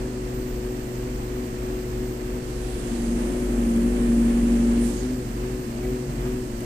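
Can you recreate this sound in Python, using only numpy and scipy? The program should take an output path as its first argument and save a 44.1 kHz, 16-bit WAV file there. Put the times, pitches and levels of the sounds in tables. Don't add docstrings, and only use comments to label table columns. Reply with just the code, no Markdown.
import sys
import numpy as np
from scipy import signal
from scipy.fft import rfft, irfft, next_fast_len
from scipy.io import wavfile
from scipy.ndimage import uniform_filter1d

SR = 44100
rng = np.random.default_rng(int(sys.argv[2]) if len(sys.argv) > 2 else 0)


def generate_wav(sig):
    pcm = np.round(np.clip(np.atleast_2d(sig).T, -1, 1) * 32767).astype(np.int16)
    wavfile.write(sys.argv[1], SR, pcm)


def volts(x):
    e = np.asarray(x, float) / 20
    return 10 ** e


N = 293260
COARSE = 10

# (time [s], speed [four-stroke cycles/s])
ENGINE_SPEED = [(0, 12.36), (.15, 12.42), (.4, 12.27), (2.45, 12.24), (2.75, 12.1), (3.08, 11.68),
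                (3.39, 12.2), (3.76, 11.56), (3.94, 12.08), (4.16, 11.66), (4.4, 11.84), (4.62, 11.75),
                (4.88, 11.86), (5.11, 12.4), (5.3, 12.14), (6.65, 12.16)]
# (time [s], load [0-1.3])
PUMP_LOAD = [(0, 0.09), (2.62, 0.18), (2.8, 0.39), (3.12, 0.84), (3.55, 0.94), (3.8, 1.06), (4.2, 1.2),
             (4.84, 1.15), (5.0, 0.34), (5.25, 0.08), (5.7, 0.26), (6.2, 0.3), (6.65, 0.15)]
# (start [s], end [s], first fuel peak [s], period [s], depth [0-1])
GOVERNOR_HUNTS = [
    (0, 2.75, .33, .33, .6),
    (5.0, 7, 5.0, .416, 1),
]
HUNT_SPEED_SWING = (.1, .38)
# (multiple of cycle [-], no-load level [dB], full-load level [dB],
# swing with fuel [0-1], left-right [dB])
FIRING_AND_PUMP_TONES = [(4, -37.5, -28, 0.35, 0), (10, -37, -45, 0.2, -1.8), (20, -36, -20.5, 0.06, 0.5),
                         (30, -34, -27.5, 0.2, 3.5), (40, -48, -43, 0.06, 8)]
# (multiple of cycle [-], idle [dB], loaded [dB], left-right [dB])
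WEAKER_TONES = [(2, -51.0, -45.0, -0.0), (3, -48.0, -50.0, -0.0), (5, -54.0, -48.0, -0.0),
                (6, -53.0, -50.0, 0.0), (8, -56.0, -56.0, -0.0), (9, -56.0, -55.0, -0.0),
                (11, -50.0, -43.0, 0.0), (12, -57.0, -49.0, 0.0), (14, -52.0, -51.0, -2.0),
                (16, -54.0, -37.5, 5.0), (18, -44.0, -39.0, -1.0), (19, -60.0, -46.0, 0.0),
                (21, -58.0, -42.0, 2.0), (22, -57.0, -45.0, 1.0), (24, -48.0, -41.0, 1.0),
                (25, -60.0, -47.0, -1.0), (26, -50.0, -57.0, 2.0), (27, -56.0, -47.0, 1.0),
                (28, -59.0, -44.0, 3.0), (29, -55.0, -53.0, 2.0), (32, -64.0, -50.0, 2.0),
                (34, -55.0, -59.0, 2.0), (35, -63.0, -54.0, 3.0), (36, -57.0, -44.5, 2.0),
                (40, -49.0, -55.0, 6.0), (41, -58.0, -63.0, 3.0), (42, -68.0, -56.0, 4.0),
                (46, -63.0, -47.5, 10.0), (50, -62.0, -52.0, 7.0), (53, -66.0, -60.0, 12.0),
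                (44, -66, -59, 7), (48, -66, -61, 7), (55, -68, -58, 8), (60, -64, -60, 6),
               (64, -70, -62, 5), (70, -68, -60, 3), (76, -70, -63, 3)]
# (centre [Hz], width [Hz], change [dB])
DECK_STANDING_WAVES = [(242.2, 7.8, -10), (255.2, 11, 5.5), (351.3, 17.4, -6.5), (372, 5.2, 3.5),
                       (379.8, 7.9, -8), (467, 10.4, -11), (499, 9.4, 6), (506, 9.3, -9)]
# (frequency [Hz], density [dB per Hz])
CLATTER_COLOUR = [(500, 3), (700, 0.5), (830, -2.5), (1100, -4.5), (1440, -10), (1770, -8.5), (2200, -11),
                  (2800, -13), (3400, -17.5), (4500, -32)]
# (frequency [Hz], density [dB per Hz])
RUMBLE_IDLE = [(20, -58.0), (30, -60.0), (43, -51.0), (62, -56.0), (88, -69.0), (135, -62.0), (170, -69.0),
               (240, -62.0), (300, -62.0), (380, -65.0), (480, -70.0), (600, -72.0), (800, -74.0)]
# (frequency [Hz], density [dB per Hz])
RUMBLE_LOADED = [(20, -58.0), (30, -58.0), (43, -54.0), (62, -56.0), (88, -69.0), (135, -57.0),
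                 (170, -62.0), (240, -55.0), (300, -58.0), (380, -59.0), (480, -65.0), (600, -68.0),
                 (800, -71.0)]
# (time [s], level [dB], low edge [Hz], tilt [dB per octave])
VALVE_OPENING = [
    (2.35, -62, 11000, -2),
    (2.47, -50, 10800, -4),
    (2.7, -48, 9050, -6.5),
    (2.93, -50.5, 5860, -8),
    (3.65, -52, 6000, 1),
    (4.78, -50, 6350, -6),
    (4.86, -45, 5500, -2),
    (5.01, -50.5, 5000, -7),
    (5.2, -61, 4520, 0),
]
# (centre [Hz], width [Hz], level [dB])
VALVE_LIP_WHISTLES = [(6480, 210, -64), (8930, 100, -59), (11000, 300, -78)]
# (frequency [Hz], density [dB per Hz])
JET_COLOUR = [(3200, 1), (4500, 3), (5500, 0), (6500, -2.5), (7600, 3.5), (9200, 3), (10000, -1),
              (11000, -2), (12000, -5), (13000, -8), (14300, -14)]
# (time [s], level [dB], centre [Hz], length [s])
VALVE_SQUEALS = [
    (4.87, -56, 7200, .03),
    (4.99, -45, 6600, 0.019),
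    (4.94, -57, 7900, .04),
]
# (centre [Hz], width [Hz], level [dB])
WHISTLE_PEAKS = [(13600, 170, 0), (13790, 190, -2.5), (14000, 210, -2.5), (14170, 160, -6),
                 (13450, 150, -6)]
# (start [s], end [s], level [dB])
WHISTLE_SPELLS = [
    (.36, .58, -53.5),
    (.63, 2.37, -57),
    (4.84, 4.9, -62),
    (5.13, 5.19, -57),
    (5.26, 6.7, -58.5),
]
# (time [s], level [dB], pitch [Hz], length [s])
FRAME_MOANS = [
    (2.69, -46.5, 763, 0.035),
    (5.755, -46, 660, 0.01),
    (5.843, -48, 2250, 0.0087),
    (5.847, -49, 1990, 0.013),
    (5.85, -47.5, 748, .02),
    (5.91, -32, 134.4, 0.083),
    (6.09, -29.5, 137.2, 0.039),
    (6.26, -46, 684, 0.017),
    (6.236, -32, 134.8, 0.067),
]
# (time [s], peak level [dB], pitch [Hz])
DRY_TICK = (6.607, -24, 9200)
# (pitch [Hz], level [dB], left-right [dB])
MOTOR_HUM = (291, -47.5, 1)
# (frequency [Hz], density [dB per Hz])
YARD_AIR = [(2500, -105), (3400, -94.5), (4200, -85.5), (5500, -86.5), (6830, -86), (7870, -83.5),
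            (9000, -88), (10000, -93), (11000, -100), (13000, -100), (14300, -99)]
# (frequency [Hz], likeness [0-1])
PORT_LIKENESS = [(45, 1), (80, 0.94), (130, 1), (250, 0.99), (430, 0.91), (540, 0.84), (750, 0.4),
                 (1100, 0.54), (1450, 0.31), (1750, 0.19), (2200, 0.055), (14000, 0.044)]
# (frequency [Hz], left-right [dB])
PORT_BALANCE = [(70, 1), (125, -1.2), (250, 9), (400, -5), (600, 13), (800, 2.5), (1050, -1), (2000, -3.5),
                (3400, -2.5), (4100, -9.5), (5600, -17.5), (8000, -14), (10500, -6), (13000, -13)]
# (frequency [Hz], phase [radians])
LEFT_PORT_LAG = [(60, 0), (520, 0), (860, 3.1), (1120, 3.1), (1720, 6.2), (2840, 8), (5600, 17),
                 (14000, 40)]


def in_time(rows, step=1):
    s, *columns = np.transpose(rows)
    t = np.arange(0, N, step) / SR
    return [np.interp(t, s, column) for column in columns]


def at_hz(points, hz):
    point_hz, value = np.transpose(points)
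    return np.interp(np.log(hz), np.log(point_hz), value)


def drift(rate_hz, step=1):
    knots = rng.standard_normal(int(N / SR * 60) + 2)
    t = np.arange(0, N, step) / SR
    return 1.22 * np.interp(t * rate_hz, np.arange(len(knots)), knots)


def pan(x, left_db):
    sides = volts(np.array([.5, -.5]) * left_db)
    return x * (sides / np.sqrt(np.mean(sides ** 2)))[:, None]


def diffuse_white():
    size = next_fast_len(N)
    hz = np.maximum(np.arange(size // 2 + 1) * SR / size, 1)
    right, stray = rfft(rng.standard_normal((2, size))) * np.sqrt(SR / 2)
    alike = np.clip(at_hz(PORT_LIKENESS, hz), 0, 1)
    lagged = right * np.exp(-1j * at_hz(LEFT_PORT_LAG, hz))
    left = alike * lagged + np.sqrt(1 - alike ** 2) * stray
    sides = volts(at_hz(PORT_BALANCE, hz) * np.array([[.5], [-.5]]))
    return hz, np.array([left, right]) * sides / np.sqrt(np.mean(sides ** 2, axis=0)), size


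def coloured(white, gain):
    _, spectra, size = white
    return irfft(spectra * gain, size)[:, :N]


def rms_one(x):
    return x / np.sqrt(np.mean(x ** 2) + 1e-20)


def bump(hz, centre_hz, width_hz):
    return 1 / (1 + (2 * (hz - centre_hz) / width_hz) ** 2)


def governor():
    t, fuel, speed = np.arange(N) / SR, 0, in_time(ENGINE_SPEED)[0]
    for (start, end, peak, period, depth), swing in zip(GOVERNOR_HUNTS, HUNT_SPEED_SWING):
        active = np.clip(np.minimum(t - start + .1, end - t) / .15, 0, 1)
        turn = 2 * np.pi * (t - peak) / period
        fuel = fuel + active * depth * np.cos(turn)
        speed = speed + active * swing * (np.sin(turn) + .25 * np.cos(2 * turn))
    flywheel_speed = uniform_filter1d(speed, size=3000)
    return fuel, np.cumsum(flywheel_speed) / SR


def tone(cycles, multiple, level_db, left_db, wobble_rad):
    phase = 2 * np.pi * (multiple * cycles + rng.random()) + wobble_rad * drift(9.0, step=COARSE)
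    hz = multiple * np.gradient(cycles) * SR / COARSE
    for centre_hz, width_hz, change_db in DECK_STANDING_WAVES:
        if abs(centre_hz - hz[0]) < 45:
            level_db = level_db + change_db * bump(hz, centre_hz, width_hz)
    sine = np.sqrt(2) * volts(level_db) * np.sin(phase)
    return pan(sine, left_db if multiple >= 10 else 0)


def drone(cycles, load, fuel):
    cycles, load, fuel = cycles[::COARSE], load[::COARSE], fuel[::COARSE]
    out = 0
    wander_db = 1.43 * (1 - 0.92 * load)
    for multiple, idle_db, loaded_db, swing, left_db in FIRING_AND_PUMP_TONES:
        level_db = idle_db + load * (loaded_db - idle_db) + wander_db * drift(9.0, step=COARSE)
        out = out + tone(cycles, multiple, level_db, left_db, 0.087) * (1 + swing * fuel)
    growth = np.clip(1.17 * load - .05, 0, 1.1)
    for multiple, idle_db, loaded_db, left_db in WEAKER_TONES:
        if multiple != 40:
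            level_db = idle_db + growth * (loaded_db - idle_db) - .8 + 2.6 * drift(5.0, step=COARSE)
            out = out + tone(cycles, multiple, level_db, left_db, 0.3)
    return signal.resample_poly(out, COARSE, 1, axis=1)[:, :N]


def clatter(cycles, load, fuel):
    white = diffuse_white()
    hz = white[0]
    noise = rms_one(coloured(white, volts(at_hz(CLATTER_COLOUR, hz)) / (1 + (600 / hz) ** 3.0)))
    turn = 2 * np.pi * cycles
    throb_db = 0.84 * np.cos(4 * turn) + 0.21 * np.cos(turn) + 0.64 * np.cos(10 * turn)
    throb_db = throb_db + 0.53 * drift(14.0)
    return noise * volts(-43.5 + 3.2 * load + 1.6 * fuel * abs(fuel) + throb_db)


def rumble(load):
    white = diffuse_white()
    hz = white[0]
    edge = np.clip(hz / 18, 0, 1) ** 2 / (1 + (hz / 800) ** 5.2)
    idle = coloured(white, edge * volts(at_hz(RUMBLE_IDLE, hz) - .8))
    loaded = coloured(white, edge * volts(at_hz(RUMBLE_LOADED, hz) - 1.4))
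    return idle + load * (loaded - idle)


def valve():
    hiss_db, edge_hz, tilt_db = in_time(VALVE_OPENING, step=COARSE)
    white, out = diffuse_white(), 0
    hz = white[0]
    jet = volts(at_hz(JET_COLOUR, hz))
    for centre_hz, width_hz, db in VALVE_LIP_WHISTLES:
        jet = jet + volts(db + 64) * bump(hz, centre_hz, width_hz)
    for band_hz in np.geomspace(3000, 14000, 11):
        distance = abs(np.log(hz / band_hz)) / np.log(14 / 3) * 10
        band = coloured(white, jet * np.clip(1 - distance, 0, 1))
        opening = .25 + .75 / (1 + (edge_hz / band_hz) ** 9.0)
        level_db = hiss_db + tilt_db * np.log2(band_hz / 8000) + 1.1 * drift(7.0, step=COARSE)
        gain = uniform_filter1d(opening * volts(level_db), size=20)
        out = out + band * np.repeat(gain, COARSE)[:N]
    return volts(-34.0) * out


def squeals():
    t, white, out = np.arange(N) / SR, diffuse_white(), 0
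    for s, db, centre_hz, length in VALVE_SQUEALS:
        swell = np.exp(-.5 * ((t - s) / length) ** 2)
        out = out + volts(db) * swell * rms_one(coloured(white, bump(white[0], centre_hz, 350)))
    return out


def whistle(load):
    size, t = next_fast_len(N), np.arange(N) / SR
    hz = np.arange(size // 2 + 1) * SR / size
    gain = sum(volts(db) * bump(hz, centre_hz, width_hz) for centre_hz, width_hz, db in WHISTLE_PEAKS)
    near, stray = irfft(rfft(rng.standard_normal((2, size))) * gain, size)[:, :N]
    far = volts(-9.5) * (0.69 * np.roll(near, 20) + 0.85 * stray)
    level = volts(-61.5 - 3 * load)
    for start, end, db in WHISTLE_SPELLS:
        fade = np.clip(np.minimum(t - start, end - t) / .05 + 1, 0, 1)
        level = np.maximum(level, volts(db) * fade)
    return rms_one(np.array([far, near])) * level * volts(2.5 + 1.0 * drift(16.0))


def frame():
    t, out = np.arange(N) / SR, 0
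    for s, db, hz, length in FRAME_MOANS:
        swell = np.exp(-.5 * ((t - s) / length) ** 2)
        out = out + volts(db) * swell * np.sin(2 * np.pi * hz * t)
    return out


def tick():
    s, peak_db, hz = DRY_TICK
    since = np.maximum(np.arange(N) / SR - s, 0)
    return pan(volts(peak_db) * np.exp(-since / 0.0002) * np.sin(2 * np.pi * hz * since), 13.0)


def motor_hum(load):
    hz, db, left_db = MOTOR_HUM
    t = np.arange(N) / SR
    return pan(np.sqrt(2) * volts(db + 5.6 * load) * np.sin(2 * np.pi * hz * t), left_db)


def yard_air():
    white = diffuse_white()
    return coloured(white, volts(at_hz(YARD_AIR, white[0])) * (white[0] > 2000))


def scene():
    fuel, cycles = governor()
    load = np.clip(in_time(PUMP_LOAD)[0], 0, 1.5)
    engine = drone(cycles, load, fuel) + clatter(cycles, load, fuel) + rumble(np.minimum(load, 1.2))
    hydraulics = valve() + squeals() + whistle(load)
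    machine = engine + hydraulics + frame() + motor_hum(load) + yard_air()
    top_cut = signal.ellip(14, .3, 70, 14270, fs=SR, output="sos")
    return signal.sosfilt(top_cut, machine) + tick()


def roll_off(x):
    return signal.sosfilt(signal.butter(12, 15590, fs=SR, output="sos"), x)


def record(dry):
    return roll_off(dry)


dry = scene()
out = record(dry)
generate_wav(out)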